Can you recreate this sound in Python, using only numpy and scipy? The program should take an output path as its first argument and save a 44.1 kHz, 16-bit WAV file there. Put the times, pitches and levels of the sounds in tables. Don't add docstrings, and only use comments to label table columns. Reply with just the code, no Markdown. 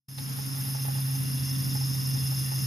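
import sys
import numpy as np
from scipy.fft import rfft, irfft, next_fast_len
from scipy.io import wavfile
from scipy.ndimage import map_coordinates

SR = 44100
rng = np.random.default_rng(int(sys.argv[2]) if len(sys.argv) > 2 else 0)


def master(y):
    cut = np.clip(np.atleast_2d(y).T, -1, 1)
    pcm = np.round(cut * 32767)
    wavfile.write(sys.argv[1], SR, pcm.astype(np.int16))


N = 117306

# frequency_hz, correlation
HISS_CORRELATION = [(400, -0.65), (1200, -0.16), (2500, -0.19), (4500, 0.15), (9000, -0.2)]


def amp(db):
    return 10 ** (np.asarray(db) / 20)


def unit(x):
    return x / np.sqrt(np.mean(x ** 2) + 1e-20)


def along(points, hz):
    f, v = np.transpose(points)
    return np.interp(np.log(hz + 1), np.log(f + 1), v)


def curves(rows):
    s, *columns = np.transpose(rows)
    t = np.arange(N) / SR
    return [np.interp(t, s, column) for column in columns]


def wobble(rate):
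    knots = rng.standard_normal(2048)
    return map_coordinates(knots, [np.arange(N) * rate / SR], mode="mirror")


def filtered(x, response):
    m = next_fast_len(N + SR // 2)
    spectrum = rfft(x, m) * response(np.fft.rfftfreq(m, 1 / SR))
    return irfft(spectrum, m)[..., :N]


def noise(spectrum, correlation):
    def mid_side_response(hz):
        angle = np.arccos(np.clip(along(correlation, hz), -1, 1)) / 2
        return amp(along(spectrum, hz)) * np.array([np.cos(angle), np.sin(angle)])

    mid, side = filtered(rng.standard_normal((2, N)), mid_side_response)
    return unit(np.array([mid + side, mid - side]))


def hum(angle):
    # time_s, once_a_turn_db, twice_a_turn_db
    harmonic_levels = [(.1, -31.5, -49.5), (.35, -35.5, -51.5), (.55, -31.5, -48), (.9, -28.5, -52.5),
                       (1.3, -29, -45.5), (1.7, -28, -47), (2.1, -28.5, -63.5), (2.66, -30, -65)]
    waver_db, waver_knots_per_s = 0.88, 18
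    pan_db = -.5

    tone = np.zeros(N)
    for order, level_db in enumerate(curves(harmonic_levels), start=1):
        gain = amp(level_db + waver_db * wobble(waver_knots_per_s))
        tone += gain * np.sin(order * angle)
    return np.sqrt(2) * tone * amp([[pan_db], [-pan_db]])


def ringing_metal(angle, modes, level_db, correlation):
    # frequency_hz, left_minus_right_db
    balance = [(2500, -6), (5000, -0.5), (10000, .6)]
    contacts_per_s, contact_scatter_db = 4000, 2
    mode_waver_db, mode_waver_knots_per_s = 1, 13
    flutter_db, flutter_knots_per_s = 1.1, 80
    turn_depth = 0.075

    metal = np.zeros((2, N))
    for hz, width, db in modes:
        happens = rng.random((2, N)) < contacts_per_s / SR
        contacts = happens * rng.choice([-1, 1], (2, N))
        contacts = contacts * amp(contact_scatter_db * rng.standard_normal((2, N)))
        ring = filtered(contacts, lambda f: (1j * f * width / (hz * hz - f * f + 1j * f * width)) ** 2)
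        metal += amp(db + mode_waver_db * wobble(mode_waver_knots_per_s)) * ring

    load = amp(flutter_db * wobble(flutter_knots_per_s)) * (1 + turn_depth * np.sin(angle))
    mix_angle = np.arccos(np.clip(correlation, -1, 1)) / 2
    mid, side = np.cos(mix_angle) * metal[0], np.sin(mix_angle) * metal[1]
    stereo = np.array([mid + side, mid - side])
    placed = filtered(stereo, lambda hz: amp(along(balance, hz) * np.array([[.5], [-.5]])))
    return amp(level_db) * unit(load * placed)


def whir(angle):
    # time_s, stand_db, frame_db, bearings_db
    part_levels = [(.1, -55, -40, -39), (.33, -61.5, -42.5, -42), (.6, -53, -42.5, -38.5),
                   (1.05, -52.5, -42.5, -38.5), (1.3, -53, -41.5, -38.5), (1.5, -48.5, -41, -39),
                   (1.85, -53.5, -38, -39.5), (2.25, -49.5, -39.5, -38), (2.66, -50, -37.5, -38)]
    # frequency_hz, single_resonator_width_hz, relative_level_db
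    stand_modes = [(1865, 74, -5.5), (2072, 74, -8.5), (2777, 125, -1.5), (3414, 93, -2), (3660, 42, 0.5)]
    # frequency_hz, single_resonator_width_hz, relative_level_db
    frame_modes = [(4950, 384, -7.5), (5185, 286, 1), (5466, 184, -5.5), (6264, 112, -3.5),
                   (6450, 190, -11.5), (6935, 67, -10.5), (7300, 260, -19.5)]
    # frequency_hz, single_resonator_width_hz, relative_level_db
    bearing_modes = [(9976, 910, -8), (10364, 270, 0), (10880, 340, -1), (11400, 760, -7),
                     (11890, 240, -5.5), (12600, 470, -6.5), (13140, 310, -22), (13270, 270, -5),
                     (13410, 130, -1)]

    stand_db, frame_db, bearings_db = curves(part_levels)
    stand = ringing_metal(angle, stand_modes, stand_db, correlation=0.84)
    frame = ringing_metal(angle, frame_modes, frame_db, correlation=0.97)
    bearings = ringing_metal(angle, bearing_modes, bearings_db, correlation=0.85)
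    return stand + frame + bearings


def knocks():
    # start_s, gain_db
    knock_times = [(.184, -30.5), (.283, -40), (.386, -30.5), (.549, -39), (.583, -39), (.647, -39.5),
                   (.683, -36), (.748, -31.5), (.783, -38), (.850, -32.5), (.883, -27.5), (.953, -33),
                   (.983, -33), (1.084, -34.5), (1.149, -36.5), (1.752, -29), (1.810, -35.5), (1.946, -39),
                   (2.154, -38), (2.318, -31), (2.518, -30.5)]
    # frequency_hz, relative_level_db, t60_s
    shell_modes = [(640, -19, 0.01), (799, 5.5, 0.03), (848, 2.5, 0.08), (1810, 2, 0.017)]
    # frequency_hz, relative_density_db
    thud_spectrum = [(150, -14), (350, 7.5), (650, 5.5), (1000, -4), (2000, -2), (5000, -33)]
    attack_s, left_db = 0.0038, -6
    level_scatter_db, pitch_scatter = 1.5, 0.012
    thud_db, thud_t60_s, thud_correlation = -11, 0.072, -0.18

    t = np.arange(SR // 8) / SR
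    shell, thud_envelope = np.zeros(N + SR), np.zeros(N + SR)
    for start_s, db in knock_times:
        ring = np.zeros(len(t))
        for hz, level_db, t60_s in shell_modes:
            decay = amp(level_db + rng.normal(0, level_scatter_db) - 60 * t / t60_s)
            ring += decay * np.sin(2 * np.pi * hz * rng.normal(1, pitch_scatter) * t)
        start = round(start_s * SR)
        shell[start:][:len(t)] += amp(db) * ring * (1 - np.exp(-t / attack_s))
        thud_envelope[start:][:len(t)] += amp(db + thud_db - 60 * t / thud_t60_s)

    ringing = np.array([-amp(left_db) * shell[:N], shell[:N]])
    return ringing + thud_envelope[:N] * noise(thud_spectrum, [(1, thud_correlation)])


def bumps():
    # start_s, peak_level_db
    bump_times = [(1.39, -36), (1.709, -43), (2.22, -33)]
    pitch_hz, length_s = 84.5, .05

    t = np.arange(N) / SR
    out = np.zeros(N)
    for start_s, db in bump_times:
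        swell = np.sin(np.pi * np.clip((t - start_s) / length_s, 0, 1)) ** 2
        out += amp(db) * swell * np.sin(2 * np.pi * pitch_hz * (t - start_s))
    return out


def tick():
    # frequency_hz, relative_density_db
    tick_spectrum = [(400, -17), (1100, 0), (2600, 2), (4200, 4), (6500, -5), (13000, -14)]
    start_s, start_db, t60_s = .182, -35, .09

    t = np.arange(N) / SR - start_s
    envelope = (t > 0) * amp(start_db - 60 * np.abs(t) / t60_s)
    return envelope * noise(tick_spectrum, HISS_CORRELATION)


def room():
    # time_s, level_db
    rumble_levels = [(.1, -38), (.4, -43.5), (.75, -40.5), (1.0, -43), (1.25, -38.5), (1.6, -39.5),
                     (1.74, -38), (1.95, -39.5), (2.25, -39), (2.4, -39.5), (2.66, -40)]
    # frequency_hz, relative_density_db
    rumble_spectrum = [(20, -18), (50, -17), (100, -1), (140, -0.5), (180, -3), (270, -4), (300, -8),
                       (350, -23), (500, -23), (1500, -55)]
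    # frequency_hz, correlation
    rumble_correlation = [(25, 0.36), (60, .8), (100, 0.42), (140, 0.6), (250, 0), (400, 0)]
    # frequency_hz, relative_density_db
    hiss_spectrum = [(100, -28), (400, -3.5), (1000, 4), (2000, 1.5), (4300, -1), (5900, -4.5),
                     (9000, -7.5), (13500, -5.5)]
    # frequency_hz, rms_level_db
    weak_tones = [(121, -46.5), (433, -68)]
    rumble_waver_db, tone_waver_db = 1.8, 0.67
    hiss_db, hiss_pan_db = -44, 0.13

    t = np.arange(N) / SR
    rumble_gain = amp(curves(rumble_levels)[0] + rumble_waver_db * wobble(8.73))
    rumble = rumble_gain * noise(rumble_spectrum, rumble_correlation)
    tones = np.zeros(N)
    for hz, db in weak_tones:
        gain = np.sqrt(2) * amp(db + tone_waver_db * wobble(2.48))
        tones += gain * np.sin(2 * np.pi * (hz * t + rng.random()))
    hiss_gain = amp(hiss_db) * amp([[hiss_pan_db], [-hiss_pan_db]])
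    return rumble + tones + hiss_gain * noise(hiss_spectrum, HISS_CORRELATION)


def scene():
    # time_s, turns_per_s
    rotor_speed = [(0, 135.5), (.9, 134.4), (1.55, 133.7), (2.1, 133.3), (2.66, 132.9)]

    angle = 2 * np.pi * np.cumsum(curves(rotor_speed)[0]) / SR
    rotor = hum(angle) + whir(angle)
    return rotor + knocks() + bumps() + tick() + room()


def record(dry):
    # frequency_hz, gain_db
    tone_curve = [(6900, 1), (7400, -1), (7700, -39), (8250, -37), (8600, 7), (9500, 1)]
    # time_s, gain_db
    opening = [(.078, -64.5), (.086, -12.5), (.17, -10.5), (.182, -6), (.3, -2)]
    top_hz, slope_hz = 13700, 200

    coloured = filtered(dry, lambda hz: amp(along(tone_curve, hz)))
    opened = coloured * amp(curves(opening)[0])
    return filtered(opened, lambda hz: np.clip((top_hz - hz) / slope_hz, 0, 1))


dry = scene()
out = record(dry)
master(out)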